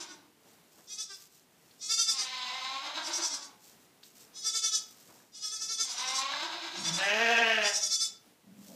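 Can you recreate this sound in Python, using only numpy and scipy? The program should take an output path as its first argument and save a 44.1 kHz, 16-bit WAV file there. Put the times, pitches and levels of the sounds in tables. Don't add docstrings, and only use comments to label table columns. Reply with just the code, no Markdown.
import sys
import numpy as np
from scipy import signal
from scipy.fft import rfft, irfft, next_fast_len
from scipy.io import wavfile
from scipy.ndimage import uniform_filter1d, map_coordinates

SR = 44100
rng = np.random.default_rng(int(sys.argv[2]) if len(sys.argv) > 2 else 0)


def materialize(psi):
    bounded = np.clip(np.atleast_2d(psi).T, -1, 1)
    quanta = np.round(bounded * 32767).astype(np.int16)
    wavfile.write(sys.argv[1], SR, quanta)


N = 385875
TIME = np.arange(N) / SR


def amp(db):
    return 10 ** (np.asarray(db) / 20)


def unit(x):
    return x / np.sqrt(np.mean(x ** 2) + 1e-20)


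def along(points, hz):
    f, v = np.transpose(points)
    return np.interp(np.log(hz + 1), np.log(f + 1), v)


def curves(rows):
    s, *cols = np.transpose(rows)
    return [np.interp(TIME, s, c) for c in cols]


def during(rows):
    start, end = rows[0][0], rows[-1][0]
    return np.interp(TIME, [start - .02, start, end, end + 0.0062], [0, 1, 1, 0])


def wobble(rate):
    knots = rng.standard_normal(int(N * rate / SR) + 4)
    coarse = TIME[::16]
    return np.interp(TIME, coarse, map_coordinates(knots, [coarse * rate], order=2))


def swells(times, levels_db, widths):
    coarse = TIME[::40]
    bells = np.exp(-((coarse[:, None] - times) / widths) ** 2)
    return np.interp(TIME, coarse, np.sqrt(bells @ amp(levels_db) ** 2))


def colour(x, points):
    m = 2 * next_fast_len(N // 2 + 4096)
    closed = [(points[0][0] / 2, -80), *points, (points[-1][0] * 1.5, -80)]
    log_gain = np.log(amp(along(closed, np.fft.rfftfreq(m, 1 / SR))))
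    cepstrum = irfft(log_gain, m)
    cepstrum[1:m // 2] *= 2
    cepstrum[m // 2 + 1:] = 0
    response = np.exp(rfft(cepstrum))
    return unit(irfft(rfft(x, m) * response, m)[:N])


def noise(points):
    return colour(rng.standard_normal(N), points)


# (frequency [Hz], 60 dB decay time [s])
PEN_DECAY = [(150, 0.28), (700, 0.56), (2500, 0.37), (6000, 0.3), (13000, 0.13)]


def in_pen(x, wet_db):
    hz, t, z = signal.stft(rng.standard_normal(SR // 2), SR, nperseg=256)
    decay = amp(-60 * t / along(PEN_DECAY, hz)[:, None])
    tail = signal.istft(z * decay, SR, nperseg=256)[1]
    delayed = np.pad(tail, (150, 0)) / np.linalg.norm(tail)
    answer = signal.fftconvolve(x, delayed)[:N]
    return (x + amp(wet_db) * answer) / np.hypot(1, amp(wet_db))


# (frequency [Hz], relative level [dB])
AIR_TONE = [(15, -66), (25, -34), (172, -5.5), (475, -8.5), (515, -13), (709, -12), (833, -13),
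            (978, -14.5), (1210, -15.5), (1540, -16.5), (2700, -18), (9270, -23), (15000, -25)]


def still_air():
    return amp(-65.0 + 1.8 * wobble(11.0)) * noise(AIR_TONE)


# (time [s], swell width [s], straw level [dB], tread level [dB])
STEPS = [(0.5, 0.06, -66, -67), (0.81, 0.082, -61, -63.5), (1.208, 0.051, -56, -80),
         (1.364, 0.047, -62.5, -78), (1.733, 0.15, -67.5, -81), (3.677, 0.054, -57, -71),
         (3.826, 0.03, -66, -72), (4.07, 0.029, -58, -83), (4.21, 0.047, -57, -81), (4.924, 0.16, -60, -65),
         (5.147, 0.096, -61.5, -64.5), (8.698, 0.069, -57.5, -68)]
# (frequency [Hz], relative level [dB])
STRAW_TONE = [(600, -27), (2000, -12), (5500, -1.5), (8000, -2), (10000, -12), (14000, -4), (15300, -14)]
# (frequency [Hz], relative level [dB])
TREAD_TONE = [(40, -41), (110, -3), (200, -1.5), (450, -1.5), (900, -3.5), (2500, -15.5), (6000, -46)]


def bedding():
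    s, width, straw_db, tread_db = np.transpose(STEPS)
    crackle = unit(noise(STRAW_TONE) * amp(2.7 * wobble(500) + 0.89 * wobble(52)))
    tread = unit(noise(TREAD_TONE) * amp(4 * wobble(30)))
    straw_part = crackle * swells(s, straw_db - .5, width)
    tread_part = tread * swells(s, tread_db - .5, width)
    return in_pen(straw_part + tread_part, wet_db=-12.5)


# (time [s], level [dB])
SNAPS = [(0.451, -67), (1.71, -58), (4.031, -49.5)]
# (frequency [Hz], relative level [dB])
STALK_TONE = [(700, -36), (1500, -1.5), (2400, -10), (3300, 9), (4500, 9), (9000, -15)]


def snaps(t60=0.05):
    bursts = sum((TIME >= s) * amp(db - 60 * np.abs(TIME - s) / t60) for s, db in SNAPS)
    crackle = unit(noise(STALK_TONE) * amp(2.5 * wobble(400)))
    return in_pen(bursts * crackle, wet_db=-11)


# (time [s], level [dB])
KNOCKS = [(.79, -59), (4.985, -59), (5.2, -55), (6.335, -26)]
# (frequency [Hz], typical relative level [dB], 60 dB decay time [s])
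BOARD_MODES = [(168, -25, 0.076), (684, -16, .04), (1099.8, -7, .035), (1674, 0.5, 0.041), (2060, -7, .02),
               (3299, -10, 0.011)]


def knocks(attack_s=0.00098):
    blows = np.zeros(N + SR)
    t = TIME[:SR // 4]
    for s, db in KNOCKS:
        ring = 0
        for hz, level, t60 in BOARD_MODES:
            decay = amp(level + rng.normal(0, 1.8) - 60 * t / t60)
            ring = ring + decay * np.sin(2 * np.pi * hz * t)
        blows[round(s * SR):][:len(t)] += amp(db) * ring * (1 - np.exp(-t / attack_s))
    radiated = signal.sosfilt(signal.butter(2, 130, "high", fs=SR, output="sos"), blows[:N])
    return in_pen(radiated, wet_db=-9)


def larynx(pitch, jitter, shimmer_db, rough):
    cycles = np.cumsum(pitch * (1 + jitter * wobble(170))) / SR
    at = np.interp(np.arange(1, int(cycles[-1])), cycles, np.arange(N))
    taps = at.astype(int)[:, None] + np.arange(-7, 9)
    offset = taps - at[:, None]
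    shapes = np.sinc(offset) * np.cos(np.pi * offset / 16) ** 2
    pulses = np.bincount(np.clip(taps, 0, N).ravel(), shapes.ravel(), N + 1)[:N]
    air = rng.standard_normal(N) * (1 + np.cos(2 * np.pi * cycles)) ** 2
    share = np.clip(rough, 0, 1)
    source = np.sqrt(1 - share) * unit(pulses) + np.sqrt(share) * unit(air)
    return source * amp(shimmer_db * wobble(150))


def chest_tone(pitch, jitter):
    cycles = np.cumsum(pitch * (1 + jitter * wobble(90))) / SR
    return np.sqrt(2) * np.sin(2 * np.pi * cycles)


def near_walls(x, echo_db, sway_s, count=5):
    delays = [rng.uniform(.0007, .009) + sway_s * wobble(5) for _ in range(count)]
    echoes = sum(map_coordinates(x, [(TIME - delay) * SR], order=2) for delay in delays)
    return (x + amp(echo_db) * echoes / np.sqrt(count)) / np.hypot(1, amp(echo_db))


def throb_times(first, last, slowing, period):
    u = np.linspace(0, 1, round((last - first) / period) + 1)
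    return first + (last - first) * (u - slowing * u * (1 - u))


# (time [s], swell width [s], hum level [dB], mouth level [dB])
GRUNTS = [(6.8, 0.019, -46, -62), (6.877, 0.029, -49, -60), (8.474, 0.017, -52, -71),
          (8.53, 0.017, -58, -85), (8.593, 0.053, -55.5, -76), (8.699, 0.019, -49.5, -59),
          (8.75, .02, -56, -60)]


def grunt():
    s, width, hum_db, mouth_db = np.transpose(GRUNTS)
    pulses = larynx(np.full(N, 88.), jitter=0.18, shimmer_db=0.0, rough=0.28)
    hum = colour(pulses, [(75, -29), (110, -13), (150, -5.5), (190, 2.5), (230, 0.5), (320, -15)])
    mouth = colour(pulses, [(350, -12), (600, 5), (800, -8), (1600, -32)])
    hum_part = hum * swells(s, hum_db + 0.5, width)
    mouth_part = mouth * swells(s, mouth_db + 0.51, width)
    return in_pen(hum_part + mouth_part, wet_db=0)


# (time [s], pitch before vibrato [Hz], reference level [dB])
DEEP_BAA = [(6.85, 161.7, -49), (6.92, 166.4, -36.5), (7.01, 193.3, -31), (7.1, 205.4, -30.5),
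            (7.21, 226.7, -27.5), (7.34, 235.2, -29.5), (7.52, 221.7, -29.5), (7.665, 206, -31),
            (7.78, 187.3, -57)]
# (start [s], end [s])
DEEP_OPENS_S = [6.945, 7.04]
# (frequency [Hz], relative level [dB])
DEEP_MOUTH = [(250, -26), (400, -10), (470, -5), (560, -3.5), (700, 2), (900, -9.5), (1170, -17),
              (1400, -33), (1800, -36.5)]
# (frequency [Hz], relative level [dB])
DEEP_RASP = [(900, -21.5), (1400, -9.5), (1750, 1.5), (2150, -10), (2600, 0.5), (3050, -8), (3700, -16),
             (4400, -20), (5000, -16.5), (6300, -19), (7000, -28), (10000, -44.5), (12500, -37.5),
             (15000, -59)]
# (pitch [Hz], level relative to the baa [dB])
DEEP_VOWEL = [(170, -5), (205, -7.5), (226, -6.5), (235, -2)]
# (pitch [Hz], level relative to the baa [dB])
DEEP_CHEST = [(168, -5), (192, -17), (200, -34), (207, -17), (235, -17.5)]
DEEP_THROB_HZ, DEEP_CREST_S = 11.3, 7.315
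DEEP_THROB_SPAN_S = 0.21
DEEP_THROB_DB, DEEP_RASP_THROB_DB = 3, 0.5


def deep_ewe(vibrato=0.012):
    pitch, db = curves(DEEP_BAA)
    from_crest = TIME - DEEP_CREST_S
    throb = np.cos(2 * np.pi * DEEP_THROB_HZ * from_crest) * np.exp(-(from_crest / DEEP_THROB_SPAN_S) ** 2)
    opening = np.interp(TIME, DEEP_OPENS_S, [0, 1])
    chest_db = db + along(DEEP_CHEST, pitch)
    mouth_db = db + along(DEEP_VOWEL, pitch) + DEEP_THROB_DB * throb
    rasp_db = db + DEEP_RASP_THROB_DB * throb
    pitch = pitch * (1 + vibrato * throb + .005 * wobble(30))
    mouth = colour(larynx(pitch, jitter=0.012, shimmer_db=2.0, rough=0.0059), DEEP_MOUTH)
    rasp = colour(larynx(pitch, jitter=.015, shimmer_db=2.5, rough=.14), DEEP_RASP)
    low = amp(chest_db) * chest_tone(pitch, jitter=0.025) + opening * amp(mouth_db) * mouth
    high = near_walls(opening * amp(rasp_db) * rasp, echo_db=-2.0, sway_s=.0001)
    return in_pen((low + high) * during(DEEP_BAA), wet_db=-5)


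# (first throb [s], last throb [s], slowing [0-1])
EWE_BLEATS = [(.01, 0.198, 0), (2.126, 3.455, 0.26), (5.826, 6.98, .06)]
# (time [s], pitch before sag [Hz], vowel level [dB], rasp level [dB])
EWE_VOICE = [(.01, 313, -51, -50), (.195, 302, -69, -69), (2.125, 270, -75, -72), (2.2, 259, -49, -40),
             (2.46, 253, -40.5, -38.5), (2.75, 267, -43, -40.5), (2.98, 324, -42, -39.5),
             (3.22, 315.7, -42, -44.5), (3.456, 281, -60, -65), (5.825, 276, -68, -67),
             (5.925, 240, -48, -44), (6.03, 260, -42.5, -40), (6.3, 276, -37, -37.5),
             (6.44, 326, -39, -37.5), (6.65, 335.6, -43, -38.5), (6.979, 318.6, -43.5, -41.5)]
# (frequency [Hz], relative level [dB])
EWE_MOUTH = [(380, -35), (510, -23.5), (630, -20), (770, -10), (890, -12), (1030, 0.5), (1280, -18),
             (1550, -14), (1800, -30.5), (2080, -10), (2550, -20), (3100, -17.5), (3700, -17)]
# (frequency [Hz], relative level [dB])
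EWE_BROKEN = [(400, -61), (530, -8), (670, -5), (760, -2.5), (870, 2), (1020, 0.5), (1250, -5.5),
              (1620, -1), (2000, -28)]
# (frequency [Hz], relative level [dB])
EWE_RASP = [(1300, -40), (1700, -10), (2100, -4), (2550, -5.5), (3150, -3.5), (3400, -4), (3950, 4.5),
            (4400, -5), (5300, -5.5), (5620, -17.5), (6250, -8), (6800, -14.5), (7700, -17.5), (9000, -31),
            (14000, -34.5)]
# (pitch [Hz], breaking [0-1])
EWE_BREAKS = [(240, 0.59), (252, .07), (273, .1), (288, .48), (320, .9)]
# (pitch [Hz], level at full voice [dB])
EWE_CHEST = [(240, -70), (258, -61), (275, -57), (320, -51)]
EWE_THROB_S = .102
EWE_FULL_DB = -42
EWE_CHEST_FOLLOWS = 0.22


def hoarse_ewe(steady_s=.052, flutter_s=.028, chest_s=0.025, lead_s=0.006, sag=.03):
    s = np.concatenate([throb_times(*bleat, EWE_THROB_S) for bleat in EWE_BLEATS])
    at, *controls = np.transpose(EWE_VOICE)
    hz, vowel_db, rasp_db = [np.interp(s, at, control) for control in controls]
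    breaks = np.clip(along(EWE_BREAKS, hz), 0, 1)
    breaking = np.interp(TIME, s, breaks)
    chest_db = along(EWE_CHEST, hz) + EWE_CHEST_FOLLOWS * (vowel_db - EWE_FULL_DB)
    widths = steady_s + (flutter_s - steady_s) * breaks

    def throbs(db):
        return swells(s - lead_s, db, widths)

    push = np.minimum(throbs(0 * s), 1)
    pitch = np.interp(TIME, s, hz) * (1 + 2 * sag * (push - 1) + 0.00798 * wobble(28))
    clear = colour(larynx(pitch, jitter=.01 + .022 * breaking, shimmer_db=2.2, rough=.015), EWE_MOUTH)
    broken = colour(larynx(pitch, jitter=.055, shimmer_db=4, rough=0.38), EWE_BROKEN)
    rasp_source = larynx(pitch, jitter=.0105 + .022 * breaking, shimmer_db=2, rough=.16 + .3 * breaking)
    rasp = colour(rasp_source, EWE_RASP)
    vowel = np.sqrt(1 - breaking) * clear + np.sqrt(breaking) * broken
    chest = chest_tone(pitch, jitter=0.036 + 0.053 * breaking)
    grit = unit(amp(1.9 * wobble(85)))
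    chest_part = chest * swells(s - lead_s, chest_db, chest_s)
    voice = grit * (chest_part + vowel * throbs(vowel_db) + rasp * throbs(rasp_db))
    return in_pen(voice, wet_db=2)


def arch(start_middle_end, count):
    return np.polyval(np.polyfit([0, .5, 1], start_middle_end, 2), np.linspace(0, 1, count))


# (pitch [Hz], added level [dB])
LAMB_GAPE = [(385, 12.5), (418, -1.5)]
LAMB_THROB_S = .092
LAMB_SHUT_DB = -8.5


def lamb_throbs(bleat):
    timing, pitches, levels = bleat[:3], bleat[3:6], bleat[6:9]
    falter_db, mouth_db = bleat[9:]
    s = throb_times(*timing, LAMB_THROB_S)
    first = s == s[0]
    hz = arch(pitches, len(s))
    db = arch(levels, len(s)) + falter_db * first
    return s, hz, db, mouth_db + along(LAMB_GAPE, hz) + LAMB_SHUT_DB * first


# (first throb [s], last throb [s], slowing [0-1], pitch at start, middle, end [Hz],
#  level at start, middle, end [dB], faltering of the first throb [dB],
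#  open-mouth tone relative to the level, before gape [dB])
LAMB_BLEATS = [(.01, .118, 0, 403, 385, 363, -42, -45, -50, 0, -14),
               (.929, 1.128, .33, 418, 433, 387, -39.5, -37, -44, 0, -18),
               (1.852, 2.21, .24, 422, 455, 412, -34.5, -25.8, -32, -3, -16.5),
               (3.068, 3.436, .02, 426, 433, 376, -37.5, -31.3, -45, 0, -21),
               (4.388, 4.753, .04, 432, 443, 427, -33.5, -29.3, -29.5, -10, -15.5),
               (5.378, 5.816, .08, 421, 437, 448, -34, -36, -29.5, -12, -15),
               (5.915, 6.172, 0, 410, 411, 428, -36.5, -37.5, -31.5, 0, -19),
               (6.8, 7.05, .15, 425, 439, 414, -40, -33, -40, 0, -19),
               (7.675, 8.033, .06, 437, 442, 442, -30, -29.3, -27.5, 0, -23.5)]
# (frequency [Hz], relative level [dB])
LAMB_THROAT = [(2200, -17.5), (2650, -16), (3050, -15), (3500, 2), (3920, -8), (4400, -4.5), (4830, 4),
               (5300, 2.5), (5900, 5.5), (6600, -2.5), (7200, -3.5), (8600, -9.5), (10000, -18.5),
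               (12000, -23), (13500, -35), (15000, -34)]
# (frequency [Hz], relative level [dB])
LAMB_MOUTH = [(300, -5), (435, -13), (870, -17.5), (1330, 2.5), (1760, -6.5), (2200, -14.5), (2700, -14.5),
              (3400, -15)]
LAMB_CATCH_S, LAMB_RELEASE_S = 0.062, .15


def lamb(throb_s=.0245, mouth_s=0.014, lead_s=0.0074, mouth_lead_s=0.0096, sag=.026, bright_lag_s=0.0029):
    s, hz, db, mouth_db = np.hstack([lamb_throbs(bleat) for bleat in LAMB_BLEATS])
    push = swells(s - mouth_lead_s, 0 * db, throb_s)
    pitch = np.interp(TIME, s, hz) * (1 + 2 * sag * (push - .9) + 0.00295 * wobble(40))
    airy = np.interp(TIME, s, np.interp(db, [-52, -40], [.4, .015]))
    shrill = colour(larynx(pitch, jitter=.007, shimmer_db=1.1, rough=airy), LAMB_THROAT)
    top = signal.sosfiltfilt(signal.butter(3, 6400, "high", fs=SR, output="sos"), shrill)
    mouth = colour(larynx(pitch, jitter=.004, shimmer_db=.8, rough=.002), LAMB_MOUTH)
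    middle_part = (shrill - top) * swells(s - lead_s, db + 0.5, throb_s)
    top_part = top * swells(s + bright_lag_s, db + 1.5, throb_s)
    mouth_part = mouth * swells(s - mouth_lead_s, db + mouth_db, mouth_s)
    voice = near_walls(middle_part + top_part, echo_db=4, sway_s=.00007, count=7) + mouth_part
    spans = [(TIME > first - LAMB_CATCH_S) & (TIME < last + LAMB_RELEASE_S) for first, last, *_ in LAMB_BLEATS]
    voiced = np.any(spans, axis=0)
    return in_pen(voice * uniform_filter1d(voiced * 1., 600) ** 2, wet_db=-8)


def scene():
    surroundings = still_air() + bedding() + snaps() + knocks()
    flock = grunt() + deep_ewe() + hoarse_ewe() + lamb()
    return (surroundings + flock)[None]


TOP_HZ = 15300


def record(dry):
    m = next_fast_len(N + 8192)
    kept = np.fft.rfftfreq(m, 1 / SR) < TOP_HZ
    return irfft(rfft(dry, m) * kept, m)[..., :N]


dry = scene()
out = record(dry)
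materialize(out)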